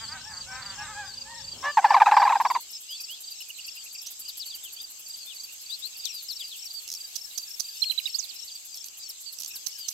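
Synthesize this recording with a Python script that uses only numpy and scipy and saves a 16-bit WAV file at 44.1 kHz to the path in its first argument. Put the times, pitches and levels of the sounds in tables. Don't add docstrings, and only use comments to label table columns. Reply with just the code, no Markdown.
import sys
import numpy as np
from scipy import signal
from scipy.fft import rfft, irfft, next_fast_len
from scipy.io import wavfile
from scipy.ndimage import uniform_filter1d, map_coordinates

SR = 44100
rng = np.random.default_rng(int(sys.argv[2]) if len(sys.argv) > 2 else 0)


def transcribe(signal):
    frames = np.atleast_2d(signal).T
    limited = np.clip(frames, -1, 1)
    pcm = np.round(limited * 32767).astype(np.int16)
    wavfile.write(sys.argv[1], SR, pcm)


N = 437913
T = np.arange(N) / SR

# freq_hz, relative_db (per Hz)
RASP_SPECTRUM = [(100, -44), (250, -24.5), (480, -26), (700, -3), (1000, 6.5), (1400, -8.5), (1750, -5),
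                 (2500, -13.5), (3200, -23), (5000, -27.5), (12000, -42)]
# freq_hz, relative_db (per Hz)
WING_SPECTRUM = [(5000, -24.5), (8000, -11), (10000, -10.5), (11500, -4.5), (12800, 0), (14200, -9),
                 (15800, -14.5)]


def amp(db):
    return 10 ** (np.asarray(db) / 20)


def unit(x):
    return x / np.sqrt(np.mean(x ** 2) + 1e-20)


def along(points, hz):
    f, v = np.transpose(points)
    return np.interp(np.log(hz + 1), np.log(f + 1), v)


def curves(rows):
    s, *columns = np.transpose(rows)
    return [np.interp(T, s, column) for column in columns]


def beats(first, last, period):
    return np.linspace(first, last, 1 + int(round(abs(last - first) / period)))


def wobble(rate, size):
    knots = rng.standard_normal(int(size * rate / SR) + 4)
    return map_coordinates(knots, [np.arange(size) * rate / SR])


def filtered(x, response):
    m = next_fast_len(N + 8192)
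    return irfft(rfft(x, m) * response(np.fft.rfftfreq(m, 1 / SR)), m)[..., :N]


def noise(spectrum, channels=1):
    white = rng.standard_normal((channels, N))
    return unit(filtered(white, lambda hz: amp(along(spectrum, hz))))


def patchy(x, depth_db):
    z = signal.stft(x, nperseg=512)[2]
    field = uniform_filter1d(rng.standard_normal(z.shape), 5, axis=1)
    field = uniform_filter1d(field, 9, axis=2)
    patched = signal.istft(z * amp(depth_db * unit(field)), nperseg=512)[1]
    return unit(patched[:, :N])


def add(track, s, sound):
    part = track[..., max(round(s * SR), 0):][..., :sound.shape[-1]]
    part += sound[..., :part.shape[-1]]


def placed(sound, pan_db):
    return unit(amp([[pan_db / 2], [-pan_db / 2]])) * sound


def progress(length):
    return np.linspace(0, 1, max(int(length * SR), 16))


def arch(u, start, middle, end):
    return np.polyval(np.polyfit([0, .5, 1], [start, middle, end], 2), u)


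def swell(u, power):
    return unit(np.abs(np.sin(np.pi * u)) ** power)


def echo(x, t60, channels=1):
    t = np.arange(SR // 2) / SR
    decay = amp(-60 * t / t60) * (1 - np.exp(-t / .0074))
    tail = rng.standard_normal((channels, len(t))) * decay
    return signal.fftconvolve(np.atleast_2d(x), tail / np.linalg.norm(tail[0]), axes=1)[:, :N]


def background():
    # time_s, level_db
    gusts = [(0, -54.5), (.55, -54), (.8, -57.5), (1.35, -62.5), (1.5, -59.5), (1.69, -60.5), (1.76, -81),
             (2.6, -86), (2.7, -106), (9.93, -117)]
    # freq_hz, relative_db (per Hz)
    rumble_spectrum = [(15, -38.5), (25, -9), (53, 0), (98, 3), (227, -9), (325, -22.5), (532, -20.5),
                       (600, -18.5), (780, -28), (1320, -120)]
    # time_s, level_db
    dull_noise_level = [(1.51, -100), (1.535, -56.5), (1.62, -54.5), (1.75, -62), (2.2, -55), (2.58, -62),
                        (2.6, -100)]
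    # freq_hz, relative_db (per Hz)
    dull_noise_spectrum = [(100, -19.5), (250, -2.5), (400, -1), (700, -5.5), (1500, -10), (3000, -22.5)]
    # freq_hz, relative_db (per Hz)
    breeze_spectrum = [(10, -39), (28, -6), (45, 1), (70, 5), (100, -8), (140, -18), (230, -1.5),
                       (400, -3.5), (1000, -2.5), (1900, -3), (4000, -17.5)]
    # time_s, level_db
    chorus_level = [(0, -47), (2.2, -46.5), (3.5, -48), (5.4, -49.5), (6.6, -45.5), (7, -49), (8, -46),
                    (8.6, -49.5), (9.15, -51), (9.93, -46)]
    # freq_hz, relative_db (per Hz)
    chorus_spectrum = [(1500, -36.5), (2100, -10), (2700, 2), (3600, 2.5), (5000, 5), (6000, -8.5),
                       (7000, -26)]
    # freq_hz, relative_db (per Hz)
    insect_spectrum = [(3290, -29), (5600, -9), (5950, -12.5), (6140, -2.5), (6430, 1), (6950, -7),
                       (7280, -1.5), (7570, 3.5), (9100, -20), (10000, -19.5), (13000, -45), (22000, -120)]
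    # time_s, level_db
    fizz_level = [(0, -63.5), (1.5, -62.5), (2.3, -57), (4, -56), (6.6, -51.5), (7.7, -48), (8.4, -53.5),
                  (9.15, -58), (9.5, -51), (9.93, -53)]

    rumble = amp(curves(gusts)[0] + 1.5 * wobble(7, N)) * noise(rumble_spectrum)
    dull_noise = amp(curves(dull_noise_level)[0] + 2 * wobble(25, N)) * noise(dull_noise_spectrum)
    breeze = noise(breeze_spectrum) + amp(1) * noise(breeze_spectrum, channels=2)
    breeze = amp(-71 + 1.2 * wobble(5.7, N)) * breeze
    birds = patchy(noise(chorus_spectrum, channels=2), depth_db=5.0)
    birds = amp(curves(chorus_level)[0] + .6 * wobble(3, N)) * birds
    insects = patchy(noise(insect_spectrum, channels=2), depth_db=3.0)
    insects = amp(-46.3 + .7 * wobble(25, N)) * insects
    fizz = amp(curves(fizz_level)[0]) * noise(WING_SPECTRUM, channels=2)
    return rumble + dull_noise + breeze + birds + insects + fizz


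def thin_tones():
    # start_s, end_s, pitch_hz, level_db (before the wavering)
    tones = [(0, 2, 540, -66), (0, 2.2, 362, -74), (0, 1.84, 242, -68.5), (2.6, 9.1, 758, -77.5)]
    out = np.zeros(N)
    for start, end, hz, db in tones:
        held = np.clip(np.minimum(T - start, end - T) / .05, 0, 1)
        tone = np.sin(2 * np.pi * hz * T + wobble(2.9, N))
        out += held * amp(db) * np.abs(wobble(6, N)) * tone
    return out


def katydid(stroke_s, attack_s, tail_db, tail_s, scatter_db):
    # first_s, last_s, period_s
    runs = [(2.408, 3.406, .1), (3.486, 5.79, .0885), (5.856, 5.856, .09), (5.972, 7.75, .086),
            (7.83, 8.155, .08), (8.24, 8.856, .102), (8.975, 9.325, .116), (9.4, 9.555, .078),
            (9.67, 9.9, .115)]
    # time_s, drive_db (before the noise gains)
    drive = [(2.4, -35.5), (3.3, -33), (3.8, -35), (4.45, -30.5), (5.4, -37.5), (6.15, -34), (7, -41),
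             (7.7, -39), (7.9, -33), (8.4, -39), (9.1, -32), (9.93, -31)]
    force = np.zeros(N)
    t = np.arange(SR // 8) / SR
    body = np.exp(-(t / stroke_s) ** 4)
    tail = amp(tail_db) * np.exp(-t / tail_s)
    shape = (1 - np.exp(-t / attack_s)) * (body + tail)
    for run in runs:
        for s in beats(*run):
            add(force, s - attack_s, amp(scatter_db * rng.standard_normal()) * shape)
    teeth = amp(curves(drive)[0] + 1.5 * wobble(900, N))
    rasp = amp(-16.5) * noise(WING_SPECTRUM) + amp(-10) * noise(WING_SPECTRUM, channels=2)
    return force * teeth * rasp


def twitter(bouts, hz, gap_s, pan_db):
    # length_s, pitch_ratio, relative_db
    phrase = [(.017, .975, -2.5), (.023, 1, 0), (.023, 1, .5)]
    period_s = .295
    out = np.zeros((2, N))
    for first, last, db in bouts:
        for s in beats(first, last, period_s):
            phrase_hz = hz * (1 + .005 * rng.standard_normal())
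            for k, (length, ratio, note_db) in enumerate(phrase):
                u = progress(length)
                pitch = phrase_hz * ratio * arch(u, 1.02, 1.012, .96)
                tone = np.sqrt(2) * np.sin(2 * np.pi * np.cumsum(pitch) / SR)
                note = amp(db + note_db) * swell(u ** 1.4, .61) * tone
                add(out, s + (k - 1) * gap_s - length / 2, placed(note, pan_db))
    return out


def whistle(length, hz, bend, db, pan_db, jitter=.007):
    u = progress(length)
    pitch = hz * arch(u, *bend) * (1 + jitter * wobble(900, len(u)))
    flutter_db = 1.8 * wobble(150, len(u))
    phase = 2 * np.pi * np.cumsum(pitch) / SR
    third = np.sin(3 * phase) * (3 * pitch < SR / 2)
    tone = np.sin(phase) + amp(-28) * np.sin(2 * phase) + amp(-25) * third
    shape = unit(swell(u, .4) * np.minimum(pitch / hz, 1) ** 3)
    return placed(amp(db + 1.0 + flutter_db) * shape * tone, pan_db)


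def chirps():
    # start_s, length_s, pitch_hz, level_db, left_right_db
    falls = [(4.278, .031, 4280, -38, 7), (4.394, .05, 4450, -35.5, 8), (4.417, .033, 3530, -42, 9),
             (4.498, .07, 3340, -44.5, 11), (4.628, .072, 3120, -44.5, 8), (5.293, .051, 3026, -44, 21.5),
             (6.043, .037, 3900, -32.5, 20), (6.07, .05, 2800, -48, 20), (6.283, .051, 4430, -32.5, 9),
             (6.392, .051, 3330, -38.5, 8), (6.507, .059, 3280, -42.5, 8), (8.186, .024, 5950, -26, -29),
             (8.223, .035, 4200, -36.5, -21), (8.289, .032, 4400, -37.5, -21), (8.47, .042, 3910, -48, 6),
             (9.097, .019, 4680, -39, -9), (9.325, .019, 4210, -44, -5.5), (9.556, .02, 4360, -41, -8)]
    # start_s, length_s, pitch_hz, level_db, left_right_db
    rises = [(2.882, .086, 3210, -40.5, -5.5), (3.082, .07, 3075, -40.5, -5), (4.053, .046, 6000, -41, -4),
             (4.763, .066, 3450, -46, 21), (5.697, .066, 3964, -34.5, 28), (5.819, .06, 4120, -33, 26),
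             (8.141, .023, 4650, -26, -24)]
    # start_s, level_db
    droops = [(-.02, -42), (.29, -46), (1.05, -41), (1.68, -43), (2.135, -42), (2.885, -41), (3.747, -45.5),
              (5.17, -45), (6.125, -39), (6.425, -45.5), (7.694, -47), (8.02, -42), (8.69, -47),
              (8.993, -44.5), (9.779, -40.5)]
    # start_s, pitch_hz, level_db, left_right_db
    peeps = [(2.73, 5200, -40.5, -4), (4.455, 4520, -39.5, 5.5), (5.266, 3560, -41, 25),
             (6.08, 5690, -38, 10), (6.756, 4620, -35.5, -24), (7.848, 4280, -31, 10),
             (9.258, 4610, -36, -29)]
    out = np.zeros((2, N))
    for calls, bend, jitter in (falls, (1.23, 1, .78), .026), (rises, (.85, 1, 1.13), .012):
        for s, length, hz, db, pan_db in calls:
            add(out, s, whistle(length, hz, bend, db, pan_db, jitter))
    for s, db in droops:
        hz = 4720 * (1 + .012 * rng.standard_normal())
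        add(out, s, whistle(.093, hz, (1.06, 1, .88), db, pan_db=6))
    for s, hz, db, pan_db in peeps:
        add(out, s, whistle(.047, hz, (.97, 1, .91), db, pan_db))
    return out


def series():
    # delay_s, length_s, pitch_hz, start_ratio, end_ratio, level_db
    scold_parts = [(0, .015, 4230, .93, .98, -18), (.012, .017, 3130, 1.08, .7, -30)]
    # first_s, last_s
    far_runs = [(7.025, 7.68), (9.532, 9.744)]
    out = np.zeros((2, N))
    for k, s in enumerate(beats(first=3.404, last=3.948, period=.09)):
        add(out, s, whistle(.021, 2970 - 42 * k, (.82, 1, .79), -39 - 1.3 * k, pan_db=-6))
    for k, s in enumerate(beats(first=7.819, last=8.056, period=.079)):
        for delay, length, hz, start, end, db in scold_parts:
            part = whistle(length, hz - 125 * k, (start, 1, end), db - 1.6 * k, pan_db=-24)
            add(out, s + delay, part)
    for first, last in far_runs:
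        for s in beats(first, last, period=.217):
            hz = 1670 * (1 + .02 * rng.standard_normal())
            add(out, s, whistle(.06, hz, (1.06, 1, .95), db=-66, pan_db=-12))
    return out


def chips():
    # start_s, length_s, level_db, left_right_db
    singles = [(4.06, .02, -37.5, -5), (6.052, .0074, -29.5, 23), (7.154, .017, -28.5, -20),
               (7.374, .016, -28.5, -21.5), (7.595, .017, -26, -19), (9.661, .016, -27.5, -30),
               (9.881, .015, -28, -17)]
    # first_s, last_s, period_s, level_db, left_right_db
    tick_bursts = [(6.877, 6.949, .012, -35, -7), (8.743, 8.879, .04, -39, -9),
                   (9.386, 9.457, .012, -33.5, -14)]
    # freq_hz, relative_db (per Hz)
    chip_spectrum = [(100, -26), (2000, -29), (3000, -18.5), (4200, -5.5), (6300, 4), (7500, -13),
                     (9500, -14), (13000, -9), (16000, -20)]
    tick_s = .0055
    force = np.zeros((2, N))
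    for s, length, db, pan_db in singles:
        add(force, s, placed(amp(db) * swell(progress(length), 1.1), pan_db))
    for first, last, period, db, pan_db in tick_bursts:
        for s in beats(first, last, period):
            late, louder = rng.standard_normal(2)
            tick = amp(db + 1.5 * louder) * swell(progress(tick_s), 1.1)
            add(force, s + .15 * period * late, placed(tick, pan_db))
    return force * noise(chip_spectrum)


def dull_ticks(calls):
    # freq_hz, relative_db (per Hz)
    dull_tick_spectrum = [(100, -6), (250, 0), (700, -2), (1600, -4), (3000, -12), (9000, -20)]
    power = uniform_filter1d(np.mean(calls ** 2, axis=0), size=220)
    return amp(-37.5) * np.sqrt(np.abs(power)) * noise(dull_tick_spectrum)


def voiced(pitch, throat, jitter, count=12):
    pitch = pitch * (1 + jitter * wobble(700, len(pitch)))
    k = np.arange(1, count + 1)[:, None]
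    phase = 2 * np.pi * k * np.cumsum(pitch) / SR
    return np.sqrt(2) * np.sum(amp(along(throat, k * pitch)) * np.sin(phase), axis=0)


def waterbird(calls, bend, throat, jitter, softness, waver, hoarse_db):
    tone, force = np.zeros(N), np.zeros(N)
    for s, length, hz, db in calls:
        u = progress(length)
        pitch = hz * arch(u, *bend) * (1 + waver * wobble(30, len(u)))
        shape = amp(db) * swell(u, softness)
        add(tone, s, shape * voiced(pitch, throat, jitter))
        add(force, s, shape * (1 - u))
    return tone + amp(hoarse_db) * force * noise(RASP_SPECTRUM)[0]


def crane(notes, start_hz, end_hz, throat, attack_s, fade, sag, full_s, jitter,
          flutter_db, rasp_db, snap_db):
    tone, force = np.zeros(N), np.zeros(N)
    for s, length, db in notes:
        u = progress(length)
        depth = min(length / full_s, 1) ** 4
        pitch = start_hz - (start_hz - end_hz) * depth * (1 - (1 - u) ** sag)
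        pitch = pitch * (1 + .015 * rng.standard_normal())
        shape = (1 - np.exp(-(u * length / attack_s) ** 2)) * (1 - u ** fade)
        shape = shape * amp(db + flutter_db * wobble(296, len(u)))
        add(tone, s, shape * voiced(pitch, throat, jitter, count=7))
        add(force, s, shape * amp(snap_db * (2 - u)))
    return tone + amp(rasp_db) * force * noise(RASP_SPECTRUM)[0]


def pond():
    # start_s, length_s, level_db (before throat)
    low_notes = [(1.77, .036, -9.5), (1.842, .031, -9.5), (1.904, .03, -11), (1.962, .032, -11),
                 (2.007, .01, -7), (2.015, .024, -7), (2.066, .023, -9.5), (2.083, .026, -14),
                 (2.118, .024, -9), (2.138, .027, -15), (2.166, .022, -11), (2.195, .026, -14),
                 (2.215, .028, -15), (2.249, .027, -13.5), (2.298, .027, -14.5), (2.352, .026, -14.5),
                 (2.399, .027, -18), (2.448, .03, -19)]
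    high_notes = [(1.932, .008, -13.5), (1.939, .025, -9), (1.999, .019, -13), (2.058, .016, -11.5),
                  (2.112, .009, -9), (2.165, .03, -13), (2.217, .032, -14), (2.268, .024, -16),
                  (2.291, .011, -13.5), (2.319, .028, -15), (2.346, .008, -16.5), (2.399, .027, -19.5),
                  (2.449, .027, -19), (2.499, .025, -17), (2.547, .031, -19)]
    # freq_hz, gain_db
    low_throat = [(500, -12.5), (800, -3), (980, -1), (1300, -11.5), (1700, -17), (2100, -25),
                  (2500, -27.5), (3300, -36), (4400, -35), (8000, -54.5)]
    high_throat = [(700, -2), (950, 1.5), (1080, -3), (1300, -16), (1900, -24), (2300, -15), (2600, -17),
                   (3100, -34.5), (3950, -23.5), (4600, -39.5), (8000, -52.5)]
    # start_s, length_s, pitch_hz, level_db (before throat)
    honk_calls = [(1.625, .05, 535, -37), (1.636, .082, 579, -29.5), (1.815, .072, 695, -36),
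                  (1.868, .09, 587, -35)]
    cry_calls = [(0, .06, 232, -54), (.08, .11, 312, -52), (.12, .08, 775, -50), (.24, .11, 875, -51),
                 (.29, .13, 187, -60), (.46, .15, 785, -47), (.5, .15, 259, -52), (.57, .22, 196, -57),
                 (.77, .08, 860, -44), (.79, .098, 309, -51), (.86, .094, 430, -49.5),
                 (.94, .12, 838, -42.5), (1.02, .07, 392, -58), (1.245, .18, 915, -49.5)]
    # freq_hz, gain_db
    honk_throat = [(500, -17.5), (700, -12), (1000, -0.5), (1200, -6.5), (1450, -22), (1730, 0),
                   (2300, -20), (2900, -17), (3500, -25), (6000, -31.5), (9000, -44)]
    cry_throat = [(300, -29), (600, -19), (820, -2.5), (1100, -1), (1650, 1), (2100, -5.5), (2600, -15.5),
                  (3500, -23), (6000, -39.5)]
    # freq_hz, relative_db (per Hz)
    air_spectrum = [(150, -8.5), (260, 1), (400, -5), (540, -0.5), (650, -5), (850, 7), (1500, -4.5),
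                    (2500, -7.5), (5000, -21)]
    end_s, fade_s = 2.597, .0028

    air = amp(-62) * noise(air_spectrum)
    cries = waterbird(cry_calls, (.91, 1, .88), cry_throat,
                      jitter=.014, softness=.8, waver=.02, hoarse_db=-9)
    honks = waterbird(honk_calls, (.96, 1, 1), honk_throat,
                      jitter=.014, softness=.6, waver=.005, hoarse_db=-3)
    cranes = crane(low_notes, 965, 763, low_throat, attack_s=.0025, fade=1.6, sag=2.1, full_s=.012,
                   jitter=.024, flutter_db=1.5, rasp_db=-20, snap_db=4)
    cranes += crane(high_notes, 1295, 935, high_throat, attack_s=.002, fade=2.5, sag=2.5, full_s=.025,
                    jitter=.03, flutter_db=1.7, rasp_db=-22.5, snap_db=6)
    near = cranes + honks
    banks = amp(-22) * echo(near, t60=.45) + amp(-8.5) * echo(cries, t60=.44)
    return (near + cries + banks + air) * np.clip((end_s - T) / fade_s, 0, 1)


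def scene():
    # first_phrase_s, last_phrase_s, level_db
    low_bouts = [(.087, .665, -38.5), (1.18, 1.486, -38), (1.905, 2.508, -40), (3.005, 3.282, -40),
                 (3.65, 4.258, -42), (4.508, 6.003, -40), (6.41, 7.011, -39.5), (7.397, 7.652, -40),
                 (8.52, 8.52, -41)]
    high_bouts = [(.248, .794, -44), (1.383, 1.383, -44), (1.62, 3.013, -43.5), (3.392, 3.984, -44.5),
                  (6.333, 8.397, -40.5), (8.78, 9.067, -43), (9.513, 9.726, -44)]
    insect = katydid(stroke_s=.026, attack_s=.0045, tail_db=-12, tail_s=.045, scatter_db=1.7)
    twitters = twitter(low_bouts, hz=4700, gap_s=.038, pan_db=-2.5)
    twitters += twitter(high_bouts, hz=5460, gap_s=.032, pan_db=12)
    calls = chirps() + series() + chips()
    songbirds = twitters + calls
    bushes = amp(-14) * echo(songbirds, t60=.09, channels=2)
    bushes += amp(-24) * echo(songbirds, t60=.5, channels=2)
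    return background() + thin_tones() + insect + songbirds + dull_ticks(calls) + bushes + pond()


def record(dry):
    top_hz = 15800
    return filtered(dry, lambda hz: hz < top_hz)


dry = scene()
out = record(dry)
transcribe(out)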